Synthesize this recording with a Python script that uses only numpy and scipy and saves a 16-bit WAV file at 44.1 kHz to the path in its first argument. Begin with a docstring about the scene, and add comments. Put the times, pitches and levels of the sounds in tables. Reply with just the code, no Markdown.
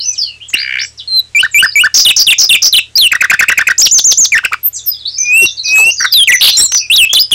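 """In a small room, a caged nightingale sings a few centimetres from the microphone.
Its whistles, warbles, dry rattle and fast repeats are gliding, nearly pure tones from the syrinx,
dotted with bill snaps, echoed by cage and room, and loud enough to overload the microphone.
A second bird sings further off, over a faint bed of motor hum and room air."""
import sys
import numpy as np
from scipy import signal
from scipy.fft import rfft, irfft
from scipy.io import wavfile
from scipy.ndimage import uniform_filter1d, map_coordinates

SR = 44100
rng = np.random.default_rng(int(sys.argv[2]) if len(sys.argv) > 2 else 0)


def bounce(signal):
    """Save signal as a 16-bit WAV file at the path given by the first command-line argument."""
    frames = np.transpose(np.atleast_2d(signal))
    limited = np.clip(frames, -1, 1)
    pcm = np.round(limited * 32767).astype(np.int16)
    wavfile.write(sys.argv[1], SR, pcm)


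N = 323694

# A pitch path lists the pitches that a note passes at even steps.
# Slurs that make up each named syllable: delay/s, length/s, level/dB, roughness 0-1, pitch path/Hz
SYLLABLES = {
    "wee-hoop": [(0, .067, 4.5, .14, (2399, 2315, 2386, 2764, 3020)),
                 (.081, .039, -.5, .2, (1452, 1620, 1806, 1280))],
    "tew-tyu": [(0, .033, 9.5, .3, (4000, 3449, 2868, 2960)),
                (.037, .031, 7, .3, (3838, 3550, 2830, 2377))],
    "chuck": [(0, .024, 4.5, .51, (1838, 2546, 2284, 1750, 1223)),
              (.03, .024, -1.5, .6, (1380, 1860, 1240))],
    "seeu": [(0, .088, 7.5, .2, (5560, 7120, 6940, 6390, 6430, 5470, 3160))],
    "tick": [(0, .015, -19.5, .9, (720, 1280, 1420)), (.014, .02, -4.5, .73, (1460, 2587, 1895, 1350))],
    "tyoo": [(0, .036, 6.5, .17, (2950, 2100, 1900))],
}
# Runs of each syllable, a row per repeat: t/s, pitch factor, gain/dB
RUNS = {
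    "wee-hoop": [(1.348, 1.009, -3.5), (1.544, 1, 3), (1.755, .98, 1)],
    "tew-tyu": [(2.049, 1.016, 1), (2.267, .97, .5), (2.492, .96, 2.5), (2.726, 1.057, -1)],
    "chuck": [(3.114, .99, -3.5), (3.205, .99, -1.5), (3.297, .98, 0), (3.39, 1.01, 1.5),
              (3.481, 1.02, 0), (3.573, .99, -.5), (3.668, 1.018, -1.5)],
    "seeu": [(3.911, .98, 2.5), (4.041, .98, 2.5), (4.173, 1, -1.5)],
    "tick": [(4.359, 1.006, .5), (4.429, 1.04, 2.5), (4.512, .92, -2.5)],
    "tyoo": [(6.273, 1, 4), (6.319, 1.03, .5)],
}
# One-off slurs: t/s, length/s, level/dB, roughness 0-1, pitch path/Hz
SINGLE_SLURS = [ (.531, 0.023, -4, 0.72, (1670, 2850, 1640)), (2.954, 0.029, 2, 0.03, (4700, 5060, 6300)),
                (2.977, 0.097, 3, 0.14, (4170, 4174, 3387, 2990, 2690)),
                (3.779, 0.025, 14.5, 0.42, (4548, 7190, 6980, 6110)),
                (3.815, 0.061, 6.5, 0.22, (4625, 5605, 4983, 2610)),
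                (4.32, 0.055, 2, 0.3, (2483, 2194, 1772, 1864)),
                (6.124, 0.012, 18.5, 0, (4560, 4880, 4730)),
                (6.135, 0.1, 7.5, 0.03, (4144, 3800, 3345, 3140)),
                (6.526, .042, -5, 0.08, (4100, 4140, 4000)), (6.568, 0.037, 6, 0.25, (7000, 7450, 7550)),
                (6.57, 0.0386, 2.5, 0, (5650, 5520, 5550)),
                (6.608, .057, -3, 0.4, (7700, 8200, 7620, 7020)),
                (6.899, .061, 3, 0.22, (2550, 2975, 3870, 3510)),
                (6.96, 0.091, 7.5, 0.2, (6500, 3730, 3175, 2830, 2640, 2544)),
                (7.13, 0.011, 4, 0.76, (7300, 5840, 4560)),
                (7.149, 0.075, 4, 0.29, (4160, 3664, 3030, 4270, 4940, 5060)),
                (7.316, 0.023, 8, 0.63, (3550, 3250, 2790)), ]
# Swelling whistles: t/s, length/s, crest level/dB, swell/dB, crest position 0-1, pitch path/Hz
WHISTLE_NOTES = [ (1.075, .13, -0.5, 14.5, 0.95, (4260, 4150, 4126, 4105, 3923)),
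                 (4.63, .06, -0.5, 19, 0.52, (12370, 13170, 13500, 13660, 11800)),
                 (4.86, .048, -2.5, 18, 0.55, (12860, 13750, 13600)),
                 (5.174, 0.2866, 6.5, 38.5, 0.67, (2380, 2360, 2417, 2453, 2548, 2704, 2721, 2784)),
                 (5.643, .265, 6.5, 29, 0.53, (2493, 2541, 2600, 2824)), ]
# Warbles: t/s, length/s, first f/Hz, last f/Hz, first swing/Hz, last swing/Hz, rate/Hz, level/dB
WARBLE_NOTES = [ (1.941, 0.058, 5770, 5260, 1016, 370, 83, 8), (2.163, .067, 5424, 4953, 1093, 245, 83, 4),
                (2.381, 0.066, 5906, 5130, 960, 393, 77, 5), (2.619, 0.065, 5700, 5223, 1014, 442, 79, 7),
                (6.001, .062, 1554, 1793, 285, 345, 110, -13),
                (6.409, 0.093, 3714, 4020, 945, 990, 85, 10.5), ]
# Throat resonances that colour the rattle: f/Hz, gain/dB
THROAT_RINGS = [(1750, -2.5), (2280, 1), (2950, -7.5)]
# Sharp snaps of the bill: t/s, level/dB
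BILL_SNAPS = [(.502, -29.5), (6.721, -8), (6.747, -4), (7.132, -3), (7.311, -19)]
# The far bird's clear glides: t/s, length/s, first f/Hz, last f/Hz, pre-mix level/dB
FAR_GLIDES = [ (0, .05, 4110, 5560, -23), (0.045, 0.075, 6030, 6030, -19.5), (0, 0.16, 3060, 2480, -42.5),
              (0.178, 0.09, 5630, 4290, -19), (0.221, 0.13, 3520, 2620, -35.5),
              (0.128, 0.058, 7230, 2710, -34), (0.401, 0.055, 2410, 3340, -34.5),
              (0.481, 0.035, 8080, 6350, -32), (0.564, 0.061, 3705, 4830, -21),
              (0.789, 0.053, 3520, 5780, -22.5), (.83, 0.047, 5970, 7900, -36.5),
              (.974, 0.051, 6130, 2880, -29), (1.512, 0.053, 7900, 6450, -31.5),
              (1.641, 0.051, 5200, 4880, -19.5), (1.397, 0.054, 5536, 3704, -27),
              (1.711, 0.045, 3700, 5180, -31.5), (4.728, .06, 7170, 5830, -29),
              (4.739, .06, 8340, 6900, -33), (4.875, 0.066, 5250, 4930, -21),
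              (5.052, 0.041, 3620, 4510, -23.5), (5.137, 0.049, 4770, 5380, -28.5),
              (5.182, .06, 6310, 6015, -15), (5.408, 0.069, 6130, 5595, -22.5),
              (5.449, 0.049, 4560, 3546, -22.5), (5.568, 0.0572, 4740, 4020, -25),
              (5.642, 0.072, 6150, 5634, -24.5), (5.649, 0.065, 5140, 4184, -28.5),
              (5.753, 0.058, 7520, 5973, -17.5), (5.991, 0.044, 6300, 5590, -18),
              (6.332, 0.059, 6270, 5920, -22), (6.595, 0.04, 3880, 4167, -9.5),
              (6.716, 0.067, 6260, 5820, -12.5), (6.744, 0.057, 5900, 4435, -18),
              (6.799, 0.065, 2714, 2433, -28.5), (7.093, 0.087, 3150, 3540, -14.5), ]
# Its stretches of soft twitter: start t/s, end t/s, pre-mix level/dB
FAR_TWITTER = [(4.753, 5.55, -36), (5.601, 6.8, -25)]
# Partials of the motor hum: f/Hz, rms level/dB
MOTOR_PARTIALS = [(75.4, -52), (113.0, -52.5), (188.4, -71.5)]
# EQ curve of the room's still air: f/Hz, relative level/dB
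AIR_EQ = [(25, -8.5), (80, -9.5), (200, -13.5), (450, -14), (1000, -19.5), (3000, -16), (8000, -18.5),
          (16000, -51.5)]


def nightingale():
    """The lead voice: rattle, runs of syllables, single notes and bill snaps."""
    out = rattle()
    for name, repeats in RUNS.items():
        for start, pitch, gain_db in repeats:
            for delay, length, db, rough, pitches in SYLLABLES[name]:
                add(out, start + delay, slur(length, db + gain_db, rough, pitch * np.array(pitches)))
    parts = (SINGLE_SLURS, slur), (WHISTLE_NOTES, whistle), (WARBLE_NOTES, warble), (BILL_SNAPS, snap)
    for cues, voice in parts:
        for start, *settings in cues:
            add(out, start, voice(*settings))
    return out


def slur(length, db, rough, pitches, attack_s=.0067, attack_db=9, fade_db=2):
    """Pressure builds fast and sinks slowly; quick sweeps weaken it, roughness adds shake and rasp."""
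    hz = pitch_path(length, pitches)
    t = np.arange(len(hz)) / SR
    envelope_db = db - attack_db * np.exp(-t / attack_s) - fade_db * (t / length - .5)
    sweep = np.minimum(octaves_per_s(hz), 80)
    sweep_loss_db = .2326 * (sweep - sweep.mean())
    rasp_db = -32 + 18.5 * rough
    return syrinx(hz, envelope_db - sweep_loss_db, jitter=.003 + .05 * rough,
                  flutter_db=.22 + 5 * rough, octave_db=rasp_db + 3, rasp_db=rasp_db)


def whistle(length, db, swell_db, crest, pitches, fade_db=9.5):
    """A clean, held note that swells to its crest and sinks again."""
    hz = pitch_path(length, pitches)
    envelope_db = db + np.interp(np.linspace(0, 1, len(hz)), [0, crest, 1], [-swell_db, 0, -fade_db])
    return syrinx(hz, envelope_db, jitter=.003, flutter_db=.5, octave_db=-30, rasp_db=-33)


def warble(length, first_hz, last_hz, first_swing_hz, last_swing_hz, rate, db):
    """The pitch zigzags quickly about a sliding centre."""
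    n = int(length * SR)
    zigzag = signal.sawtooth(2 * np.pi * rate * np.arange(n) / SR, .5)
    hz = np.linspace(first_hz, last_hz, n) + np.linspace(first_swing_hz, last_swing_hz, n) * zigzag
    return syrinx(hz, db, jitter=.33 * first_swing_hz / first_hz, flutter_db=9.5, rasp_db=-20,
                  edge_s=.0039)


def rattle(start_s=.552, crest_s=.755, end_s=.861, rate_hz=64.6, pulse_s=.0076, crest_db=-8):
    """A dry roll that swells and fades; each pulse rings the throat and sags in pitch."""
    out = np.zeros(N)
    sag = 1 + .11 * np.linspace(1, -1, int(pulse_s * SR))
    for onset in np.arange(start_s, end_s, 1 / rate_hz):
        db = crest_db + np.interp(onset, [start_s, crest_s, end_s], [-9.5, 0, -9.5])
        for hz, gain_db in THROAT_RINGS:
            ring = syrinx(hz * sag, db + gain_db, jitter=.03, flutter_db=1.96,
                          rasp_db=-27, octave_db=-25, edge_s=.003)
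            add(out, onset, ring)
    return out


def snap(db, t60_s=.019, band_hz=(1200, 7000)):
    """The bill shuts with a short, bright crack."""
    t = np.arange(int(t60_s * SR)) / SR
    bandpass = signal.butter(2, band_hz, "band", fs=SR, output="sos")
    crack = signal.sosfilt(bandpass, 2 * rng.standard_normal(len(t)))
    return undb(db - 60 * t / t60_s) * crack


def syrinx(hz, db, jitter, flutter_db, rasp_db, octave_db=-36, edge_s=.0021):
    """The bird's voice: an unsteady tone with a soft octave and breathy rasp, gated by a quick valve."""
    n = len(hz)
    shaky_hz = hz * (1 + jitter * wander(n, 650))
    phase = 2 * np.pi * np.cumsum(shaky_hz) / SR
    from_edge_s = np.minimum(np.arange(n), np.arange(n)[::-1]) / SR
    valve = np.sin(np.pi / 2 * np.minimum(from_edge_s / edge_s, 1)) ** 2
    tone = np.sin(phase) + undb(octave_db) * np.sin(2 * phase)
    rasp = undb(rasp_db) * uniform_filter1d(rng.standard_normal(n), size=4)
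    return valve * undb(db + flutter_db * wander(n, 200)) * (tone + rasp)


def pitch_path(length, pitches):
    """The muscles lead the pitch smoothly through the given steps."""
    octaves = np.pad(np.log2(pitches), 2, "reflect", reflect_type="odd")
    position = 2 + np.linspace(0, len(pitches) - 1, int(length * SR))
    return 2 ** map_coordinates(octaves, [position], mode="nearest")


def far_bird(notes_per_s=14, centre_hz=4633, range_octaves=.55, note_s=.06):
    """The second voice: clear glides amid a soft, random twitter."""
    out = np.zeros(N)
    for start, *settings in FAR_GLIDES:
        add(out, start, far_glide(*settings))
    for start, end, db in FAR_TWITTER:
        for beat in np.arange(start, end, 1 / notes_per_s):
            first_hz, last_hz = centre_hz * 2 ** (range_octaves * rng.uniform(-1, 1, 2))
            onset = beat + rng.random() / notes_per_s / 2
            add(out, onset, far_glide(note_s, first_hz, last_hz, db))
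    return out


def far_glide(length, first_hz, last_hz, db, settle=1.9, arch_db=5, fade_db=3):
    """A glide that darts off, then settles; it swells and fades, and is hoarse where it moves fast."""
    progress = np.linspace(0, 1, int(length * SR))
    hz = last_hz + (first_hz - last_hz) * (1 - progress) ** settle
    envelope_db = db - arch_db * (2 * progress - 1) ** 2 - fade_db * (progress - .5)
    return syrinx(hz, envelope_db, jitter=.008 + .003 * octaves_per_s(hz), flutter_db=5, rasp_db=-41.5)


def cage(x):
    """Bars and boards answer at once with a tight ring."""
    return undb(-10) * echoes(x, t60_s=.05, delay_s=.001)


def room(x):
    """A short, bright reverb; the walls swallow the highest notes."""
    tail = echoes(x, t60_s=.19, delay_s=.00089)
    return equalise(tail, [(1500, -3), (3000, 5), (6000, 6), (9000, 6.5), (14000, -12)])


def motor_hum(waver_db=1, waver_hz=14):
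    """A low motor drone whose partials each waver in level."""
    t = np.arange(N) / SR
    hum = np.zeros(N)
    for hz, db in MOTOR_PARTIALS:
        amplitude = np.sqrt(2) * undb(db + waver_db * wander(N, waver_hz))
        hum += amplitude * np.sin(2 * np.pi * (hz * t + rng.random()))
    return hum


def room_air(rms_db=-48.5):
    """Still air: a soft, steady bed of noise."""
    air = equalise(rng.standard_normal(N), AIR_EQ)
    return undb(rms_db) * air / air.std()


def echoes(x, t60_s, delay_s):
    """Dense reflections of unit energy that set in after a delay and die away."""
    t = np.arange(SR // 2) / SR
    response = rng.standard_normal(len(t)) * undb(-60 * t / t60_s) * (t > delay_s)
    return signal.fftconvolve(x, response / np.linalg.norm(response))[:N]


def equalise(x, points):
    """Apply an EQ curve of (f/Hz, gain/dB) points."""
    hz, db = np.transpose(points)
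    bins_hz = np.maximum(np.fft.rfftfreq(len(x), 1 / SR), 1)
    gain = undb(np.interp(np.log(bins_hz), np.log(hz), db))
    return irfft(rfft(x) * gain, len(x))


def wander(n, rate_hz):
    """A random modulator with a spread near 1."""
    return np.interp(np.arange(n) * rate_hz / SR, np.arange(512), rng.standard_normal(512))


def octaves_per_s(hz):
    return np.abs(np.gradient(np.log2(hz))) * SR


def undb(db):
    return 10 ** (np.asarray(db) / 20)


def add(track, start_s, sound):
    """Mix a sound into the track at its cue."""
    i = max(int(start_s * SR), 0)
    track[i:i + len(sound)] += sound[:max(N - i, 0)]


def scene():
    """The mono mix: the nightingale up front and fairly dry, the far bird washed in room reverb."""
    near, far = nightingale(), far_bird()
    birds = near + cage(near) + undb(6) * far
    reverb = room(undb(-20) * near + far)
    return (birds + reverb + room_air() + motor_hum())[None]


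def record(dry, ceiling=.64, bias=.0081, hardness=8, top_hz=15900, oversample=4):
    """The overloaded microphone clips with a tight knee, slightly off centre; the top end is cut."""
    drive = (signal.resample_poly(dry, oversample, 1, axis=-1) + bias) / ceiling
    flattened = ceiling * drive / (1 + np.abs(drive) ** hardness) ** (1 / hardness) - bias
    clipped = signal.resample_poly(flattened, 1, oversample, axis=-1)
    lowpass = signal.firwin(401, top_hz, fs=SR)
    return signal.fftconvolve(clipped, lowpass[None], mode="same")


dry = scene()
out = record(dry)
bounce(out)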